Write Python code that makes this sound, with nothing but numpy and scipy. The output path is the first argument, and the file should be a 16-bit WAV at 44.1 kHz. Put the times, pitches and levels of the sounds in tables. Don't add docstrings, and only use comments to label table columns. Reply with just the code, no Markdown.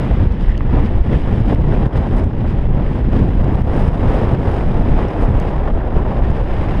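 import sys
import numpy as np
from scipy import signal
from scipy.fft import rfft, irfft
from scipy.io import wavfile
from scipy.ndimage import uniform_filter1d, minimum_filter1d

SR = 44100
rng = np.random.default_rng(int(sys.argv[2]) if len(sys.argv) > 2 else 0)


def decibels_to_gain(level_db):
    exponent = np.asarray(level_db, float) / 20
    return 10 ** exponent


def persist_wave(psi):
    counts = np.round(np.clip(psi, -1, 1) * 32767).astype(np.int16)
    wavfile.write(sys.argv[1], SR, np.atleast_2d(counts).T)


N = 299880


def smooth_chance(rate_hz, low_hz=9):
    hz = np.fft.rfftfreq(N, 1 / SR)
    shape = (hz > low_hz) / np.sqrt(hz + 1) / (1 + (hz / rate_hz) ** 4)
    x = irfft(rfft(rng.standard_normal(N)) * shape, N)
    return x / x.std()


def add(mix, start_s, sound):
    part = mix[round(start_s * SR):][:len(sound)]
    part += sound[:len(part)]


def softened(x, size=90):
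    return uniform_filter1d(uniform_filter1d(x, size), size)


def dulled(x, edge_hz):
    return signal.sosfilt(signal.butter(8, edge_hz, fs=SR, output="sos"), x)


def zero_phase_band(x, order, edge_hz, kind="low"):
    return signal.sosfiltfilt(signal.butter(order, edge_hz, kind, fs=SR, output="sos"), x)


def bumps(events, t):
    centre_s, length_s, level_db, colour_db = np.transpose(events)
    bell = np.exp(-(2 * (t[:, None] - centre_s) / length_s) ** 2)
    return bell @ level_db, bell @ colour_db


# time_s, speed_db,
# slicing_db (air sliding past the port), head_on_db (air hitting the port)
SLOPE_WIND = [(0.0, 3.5, -3.5, -1.5), (0.55, -7, -1.5, 1), (1.1, 0.5, -1, 2), (1.7, 1.1, -2, 2),
              (2.2, -1.7, 3, 5.5), (2.45, -4, -1.3, 3.5), (3.0, -1, -1.5, 1.5), (3.5, -0.4, 1.2, 3.5),
              (4.15, 3.5, 1, -2.5), (4.8, 0.5, 0.75, 1), (5.4, 1.54, 1.1, -2.5), (5.85, -4.5, 5.5, -4.5),
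              (6.3, 0.5, 1.4, -4.5), (6.8, 3.5, -3, -3)]
# centre_s, length_s, level_db, brightness_db
PORT_PUFFS = [(0.3, 0.058, -2, -0.5), (0.51, 0.12, 2.5, 2), (0.77, 0.17, 7.5, -2), (1.03, 0.063, -5.5, 1.5),
              (1.145, 0.034, 1.5, -2), (1.21, 0.07, -2.5, 2.5), (1.43, 0.034, -5.5, 2),
              (1.51, 0.064, 5.5, -1), (1.61, 0.19, -2, -1), (1.74, 0.061, 3.5, -1.5),
              (1.9, 0.068, -4.5, -3.5), (2.3, 0.14, -4.5, 0.5), (2.7, 0.073, -3.5, -3),
              (2.79, 0.07, 0.8, -3), (3.07, 0.14, -4, 0), (3.17, 0.12, 5, 0.5), (3.36, 0.081, -3, 1.3),
              (3.645, 0.066, -6.5, 0.5), (3.76, 0.057, 2, 0), (3.95, 0.14, -2, 1), (4.38, 0.046, -5.5, 1.2),
              (4.67, 0.036, -3.5, 1.5), (5.0, 0.1, 3.5, -1), (5.24, 0.12, 0.5, -2.5), (5.31, 0.1, -1, 0.4),
              (5.725, 0.025, -6, 2), (6.215, 0.027, -3, -1.5), (1.355, .04, -1, 2.5), (.86, 0.036, 2.5, 3),
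              (5.68, 0.029, 4.5, -1.5), (5.49, 0.039, 1.5, 1.5), (2.44, 0.047, 3, -3.5),
              (6.36, 0.034, 1.5, 1.5), (1.975, .03, 3, -1), (2.195, .03, 2, -1), (1.862, .012, 3, 0),
              (4.72, .05, -1, 1), (5.97, 0.044, 5, 0), (6.12, 0.11, 1.5, 0.2), (6.33, 0.032, -2, 1.5),
              (6.44, 0.059, -2.5, 0)]
# centre_s, length_s, level_db, depth_db
BIG_EDDIES = [(0.13, 0.038, 3.5, -1), (0.22, 0.079, 8, 1.5), (0.5, 0.058, 1, 2.5), (0.78, 0.12, 7.5, -1),
              (0.98, 0.078, 1.5, 6), (1.04, 0.037, -3, 9), (1.15, 0.075, 5.5, -2), (1.21, 0.072, -3.5, 5.5),
              (1.59, 0.1, 2, -0.5), (1.77, 0.11, 2, 1.5), (1.4, .1, 0, 1.5), (2.75, .08, 0.5, 3),
              (3.9, 0.068, -2.5, -0.5), (3.42, .06, 0, 0.5), (.35, 0.065, -1, -1.5),
              (1.91, 0.056, -13, 0.5), (2.03, 0.056, -5, 0.5), (1.7, .1, 2, -1.5), (1.3, .08, 1, 1),
              (2.2, .08, 1.5, 1), (2.4, .06, 2, 0), (2.09, 0.075, -7, -6), (2.31, 0.09, -7.5, -5),
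              (2.54, 0.06, -6, -7), (2.99, 0.054, -6.5, -9), (3.21, 0.12, 5.5, -4), (3.62, 0.061, 0.3, 6.5),
              (4.05, 0.084, 3, 0.5), (4.33, 0.029, 1, -6), (4.43, 0.11, -3.5, -5.5),
              (4.61, 0.14, -1.5, 2.2), (4.93, 0.093, 5, 1.5), (5.11, 0.078, -13, -7), (5.32, 0.087, 4, 2.5),
              (5.74, 0.15, 3, 1.5), (5.97, 0.097, 7.5, 0), (6.13, 0.039, -1, -8), (6.27, 0.14, 6, 1),
              (6.5, 0.09, -1.5, 3.5), (6.59, 0.08, 3, 3)]
# centre_s, length_s, air_db, fizz_db
EDGE_JETS = [(.22, 0.037, 3, 2.5), (0.43, .07, 11, 2), (1.15, .05, 7, 7), (1.97, 0.026, 8, 6),
             (2.18, 0.056, 9.5, 1), (2.5, 0.063, 8.5, 2.5), (3.45, 0.034, -8, 2), (3.82, 0.2, 4.5, 1),
             (3.65, .05, 6, 0), (1.89, .04, 1, 0), (.285, .03, 4, 0.5), (1.2, .04, 2, 1), (2.69, .04, 3, 1),
             (5.73, .03, 3, 0.5), (5.9, .05, 1, 0.5), (3.8, .04, 4, 0), (1.33, .08, 0.5, 0.5),
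             (2.95, .1, 4, 0.5), (4.16, 0.1, 4, 1), (4.09, 0.024, 3, 3), (4.53, .12, 4, 1.2),
             (4.6, 0.047, 2, 1), (4.17, .15, 0, 1.5), (5.0, .15, 0, 1.5), (1.975, .025, 0, 1),
             (5.23, .06, 11, 1), (6.25, 0.049, -1, 4.5)]
# mean_db, speed_share, slicing_share, head_on_share
WIND_LAYERS = [
    (-17, 0.033, 0.22, 0.39),
    (-19.5, 0.55, -0.24, 0.79),
    (-28.5, 1.17, 1.2, 0.01),
    (-44, 0.7, -0.39, 0.01),
    (-66, 1.7, 0.42, 0.42),
]


def gusts():
    t = np.arange(0, N + 64, 64) / SR
    time_s, *controls = np.transpose(SLOPE_WIND)
    slow = np.array([np.interp(t, time_s, control) for control in controls])
    puff, bright = bumps(PORT_PUFFS, t)
    buffet, deep = bumps(BIG_EDDIES, t)
    jet, fizz = bumps(EDGE_JETS, t)
    air = 1.2 * (puff + bright) + jet
    quick = (buffet + deep, buffet - deep, puff - bright, puff + bright + fizz, air)
    levels = []
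    for (mean_db, *shares), quick_db in zip(WIND_LAYERS, quick):
        level_db = mean_db + np.array(shares) @ slow + quick_db
        levels.append(np.interp(np.arange(N) / SR, t, level_db))
    return levels


# frequency_hz, level_db (per Hz)
EDDY_PRESSURE = [(4, -21), (10, -23), (30, -15), (80, -22.5), (200, -31.5), (500, -42.5), (1350, -60),
                 (2500, -69.5), (4200, -79.5), (6000, -91.5), (7400, -95), (10800, -96.5), (11500, -102),
                 (14000, -111), (16000, -122)]
# centre_hz, width_hz, boost_db
HOUSING_RESONANCES = [(878, 780, 7), (1820, 690, 5), (3030, 1300, 4), (3860, 280, 0), (4300, 360, -5.5),
                      (5080, 780, 5), (6600, 350, 3), (8660, 1200, 4.5)]


def wind(edges_hz=(70, 350, 1900, 5800), shared_db=(.6, .7, .6, .45, .5), own_db=(.4, .6, .6, .7, .9),
         grit_db=(0, .6, 1.2, 1.4, 1.6)):
    hz = np.fft.rfftfreq(N, 1 / SR) + .01
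    frequency_hz, level_db = np.transpose(EDDY_PRESSURE)
    colour_db = np.interp(np.log(hz), np.log(frequency_hz), level_db)
    for centre_hz, width_hz, boost_db in HOUSING_RESONANCES:
        colour_db += boost_db / (1 + (2 * (hz - centre_hz) / width_hz) ** 2)
    noise = rfft(rng.standard_normal(N)) * decibels_to_gain(colour_db)
    below = [0 * hz] + [1 / (1 + (hz / edge) ** 4) for edge in edges_hz] + [1 + 0 * hz]
    flutter, grit = smooth_chance(28), smooth_chance(470, 27)
    out = np.zeros(N)
    for k, gust_db in enumerate(gusts()):
        layer = irfft(noise * (below[k + 1] - below[k]), N)
        flicker_db = shared_db[k] * flutter + own_db[k] * smooth_chance(53) + grit_db[k] * grit
        out += layer / layer.std() * decibels_to_gain(gust_db + flicker_db)
    return out


def ragged_top(x, floor_db=-12):
    luck = np.repeat(rng.random(N // 2048 + 1), 2048)[:N]
    for low_hz, high_hz, lost_share in ((11300, 12400, .12), (12400, 13600, .22), (13600, 16000, .4)):
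        band = zero_phase_band(x, 5, [low_hz, high_hz], "band")
        lost = softened(1. * (luck < lost_share), size=200)
        x = x - band * (1 - decibels_to_gain(floor_db)) * lost
    return x


def electronics(whine_hz=11000, whine_db=-89, hiss_db=-99):
    whine = decibels_to_gain(whine_db) * np.sin(2 * np.pi * whine_hz * np.arange(N) / SR)
    return whine + decibels_to_gain(hiss_db) * dulled(rng.standard_normal(N), 11000)


# centre_s, push (-1..1), length_s, duck_db (below 0: no duck), click_db
PORT_BLOWS = [(0.1275, -.6, 0.0089, -3.5, -70), (0.139, .6, 0.0071, -3.5, -66),
              (0.205, -0.51, 0.01, 0.5, -65), (.2275, -0.42, 0.0052, -1.5, -64),
              (.2734, -0.89, .008, 2, -63), (0.4875, -0.72, .012, -2, -64), (0.5, 0.63, .009, 0.5, -58),
              (0.745, -0.37, 0.0025, 0.5, -62), (0.7695, -0.77, 0.0087, -1, -64),
              (.7946, -0.14, .007, -1.5, -64), (0.806, 0.78, .008, 2.5, -54),
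              (0.8546, -0.74, 0.0032, 0.5, -56), (1.131, .6, .004, 2.5, -61), (1.151, -.6, 0.0099, -1, -66),
              (1.161, 0.82, 0.004, -1, -62), (1.4053, -.75, 0.0036, -0.5, -55),
              (1.5478, .65, 0.0066, 4, -48), (1.618, -.6, .005, 3, -56), (1.692, 0.58, 0.0033, -1.5, -62),
              (1.7295, -0.5, 0.0046, 1, -64), (1.866, 0.93, .005, 2.5, -50), (2.24, 0.51, 0.0069, 1.5, -51),
              (2.7483, -0.57, 0.0051, 0, -59), (2.774, -0.53, 0.003, 0, -64),
              (3.1743, .7, 0.0032, 3.5, -58), (3.2294, -0.56, 0.0054, 1.5, -58),
              (3.446, -0.63, .005, 1.5, -52), (3.5253, 0.57, 0.0026, -2.5, -57), (3.555, .65, .005, 2, -53),
              (3.6177, 0.71, .006, 2, -54), (3.7787, -0.67, .003, 1.5, -62), (3.8787, 0.62, 0.0042, 1, -50),
              (3.8877, -1, .006, 5.5, -62), (4.3365, 0.86, 0.0032, 1.2, -52), (4.92, .65, .005, 2.5, -57),
              (5.291, .7, .004, 3, -54), (5.3487, .65, 0.0066, -0.5, -62), (6.2253, 0.77, 0.01, -2, -62),
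              (6.2503, -0.56, .009, 2, -58), (6.3035, -0.93, .006, 1.5, -51)]


def blows(flow, swept_share=0.71):
    out, swept = np.zeros(N), np.zeros(N)
    for centre_s, push, length_s, _, _ in PORT_BLOWS:
        u = np.arange(-3 * length_s, 3 * length_s, 1 / SR) / length_s
        lump = np.exp(-(2.2 * u) ** 2) - .3 * np.exp(-(.7 * u) ** 2)
        add(out, centre_s - 3 * length_s, push / .7 * lump * np.hanning(len(u)))
        add(swept, centre_s - 3 * length_s, np.exp(-u ** 2))
    low = zero_phase_band(flow, 2, 250)
    return flow + out - np.clip(swept_share * swept, 0, 1) * low


# centre_s, length_s, level_db
HISS_PATCHES = [(.18, .12, -84), (.38, .04, -87), (.61, .05, -87), (.72, .05, -86), (.8, .05, -86),
                (1.08, .05, -86), (1.64, .06, -85), (2.34, .05, -87), (2.5, .05, -86), (2.82, .06, -85),
                (2.9, .04, -87), (3.04, .05, -86), (3.31, .1, -85), (3.42, .05, -84), (3.52, .05, -84),
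                (3.61, .05, -86), (3.96, .04, -86), (4.92, .07, -84), (5.75, .08, -86), (5.92, .06, -86),
                (6.12, .04, -86), (6.24, .07, -84), (6.31, .04, -85)]


def shimmer():
    t = np.arange(N) / SR
    gate = np.zeros(N)
    for centre_s, length_s, level_db in HISS_PATCHES:
        gate += decibels_to_gain(level_db) * (abs(t - centre_s) < length_s / 2)
    band = signal.butter(6, [11200, 15700], "band", fs=SR, output="sos")
    return 2 * softened(gate, size=200) * signal.sosfilt(band, rng.standard_normal(N))


# start_s, ring_db, pitch_hz, t60_s, edge_db
HOUSING_TICKS = [(.317, -52, 8500, .004, -60), (.322, -32, 4300, .004, -56), (.3225, -37, 5600, .004, -62),
                 (.334, -55, 9000, .004, -58), (.409, -28, 3500, .004, -60), (.4095, -33, 5000, .004, -60),
                 (.447, -25, 1960, .012, -62), (.479, -51, 8700, .004, -55), (.493, -21, 1880, .014, -60),
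                 (.501, -45, 5500, .004, -54), (.506, -21, 1950, .014, -57), (.514, -24, 1880, .014, -60),
                 (.517, -30, 3300, .005, -57), (.519, -22, 1930, .012, -60), (.547, -22, 1870, .015, -58),
                 (.554, -25, 2840, .007, -60), (.572, -24.5, 2800, .006, -64), (.577, -22, 3000, .006, -43),
                 (.578, -30, 4600, .006, -55), (.5785, -34, 6300, .005, -60), (.607, -7, 1120, .008, -64),
                 (.6075, -15, 1900, .007, -64), (.621, -50, 8000, .004, -62), (1.132, -15, 2010, .012, -55),
                 (1.141, -18, 1400, .012, -60), (1.651, -45, 5500, .004, -56),
                 (1.8665, -32, 3600, .004, -60), (3.443, -36, 4800, .004, -60),
                 (3.607, -40, 5000, .004, -54), (3.747, -38, 5200, .004, -52),
                 (4.517, -45, 8700, .004, -45), (4.771, -40, 5200, .004, -51),
                 (5.085, -33, 5400, .007, -58), (5.3995, -27, 3300, .004, -40),
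                 (5.4, -41, 12500, .004, -42), (5.4002, -31, 6300, .005, -50),
                 (5.4004, -31, 4500, .004, -60), (5.4006, -36, 8600, .004, -60),
                 (6.305, -44, 6760, .012, -56)]


def ticks():
    out, t = np.zeros(N), np.arange(1200) / SR
    edges = signal.lfilter([1, -1], [1, -1.25, .55], rng.standard_normal((len(HOUSING_TICKS), 1200)))
    for (start_s, ring_db, pitch_hz, t60_s, edge_db), edge in zip(HOUSING_TICKS, edges):
        upper_hz = min(1.3 * pitch_hz, 13000)
        pair = np.sin(2 * np.pi * pitch_hz * t) + 0.15 * np.sin(2 * np.pi * upper_hz * t)
        ring = decibels_to_gain(ring_db - 60 * t / t60_s) * pair * (1 - np.exp(-t * pitch_hz / 1.6))
        add(out, start_s, ring + decibels_to_gain(edge_db - 60 * t / 0.0057) * dulled(edge, 12000))
    return dulled(out, 13600)


# start_s, peak_db, pitch_hz
EDGE_SNAPS = [(1.087, -18.5, 584), (1.475, -19.5, 573), (1.52, -12, 501), (1.763, -12.5, 674),
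              (1.891, -24, 637), (1.974, -12.5, 519), (2.11, -21, 585), (2.328, -28, 568),
              (2.442, -19.5, 665), (2.687, -21, 525), (2.948, -19, 646), (3.305, -20.5, 567),
              (3.43, -13, 523), (3.571, -20, 721), (4.429, -16, 533), (4.809, -14, 592), (5.503, -16, 662),
              (5.736, -22, 554), (5.951, -15.5, 503), (6.049, -16.5, 833), (6.219, -15, 797),
              (6.457, -20.5, 530)]


def snaps(flow, hush_depth=.6, hush_s=.012):
    out, hush, t = np.zeros(N), np.zeros(N), np.arange(1200) / SR
    thinning = hush_depth * np.arange(0, hush_s, 1 / SR) ** .5 / hush_s ** .5
    for start_s, peak_db, pitch_hz in EDGE_SNAPS:
        turns = pitch_hz * t * (1 - 8 * t)
        fade = decibels_to_gain(peak_db - 30 * turns / 4)
        add(out, start_s, fade * np.sin(2 * np.pi * turns) * np.minimum(t / 0.0011, 1))
        add(hush, start_s - hush_s, thinning)
    high = zero_phase_band(flow, 2, [400, 3000], "band")
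    return flow + out - softened(hush, size=30) * high


def scene():
    faint = electronics()
    flow = snaps(blows(wind()))
    knocks = ticks()
    return (ragged_top(flow) + knocks + faint + shimmer())[None]


def low_pass(x):
    return signal.sosfilt(signal.butter(12, 15720, fs=SR, output="sos"), x)


def record(dry, ceiling=0.84, recovery_s=0.049):
    t, duck_db, clicks = np.arange(N) / SR, np.zeros(N), np.zeros(N)
    steps = signal.lfilter([1], [1, -.85], rng.standard_normal((len(PORT_BLOWS), 176)))
    steps = steps * np.hanning(176)
    for (centre_s, _, length_s, db, click_db), step in zip(PORT_BLOWS, steps):
        recovery = np.exp(-np.maximum(t - centre_s, 0) / recovery_s)
        duck_db += max(db, 0) * (t > centre_s + .3 * length_s) * recovery
        add(clicks, centre_s - .001, decibels_to_gain(click_db + 5.5) * step)
    x = (dry - dry.mean()) * decibels_to_gain(-softened(duck_db))
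    held = minimum_filter1d(np.minimum(ceiling / (abs(x) + 1e-9), 1), size=300)
    mix = x * softened(held, size=170) + dulled(clicks, 10500)
    return low_pass(mix)


dry = scene()
out = record(dry)
persist_wave(out)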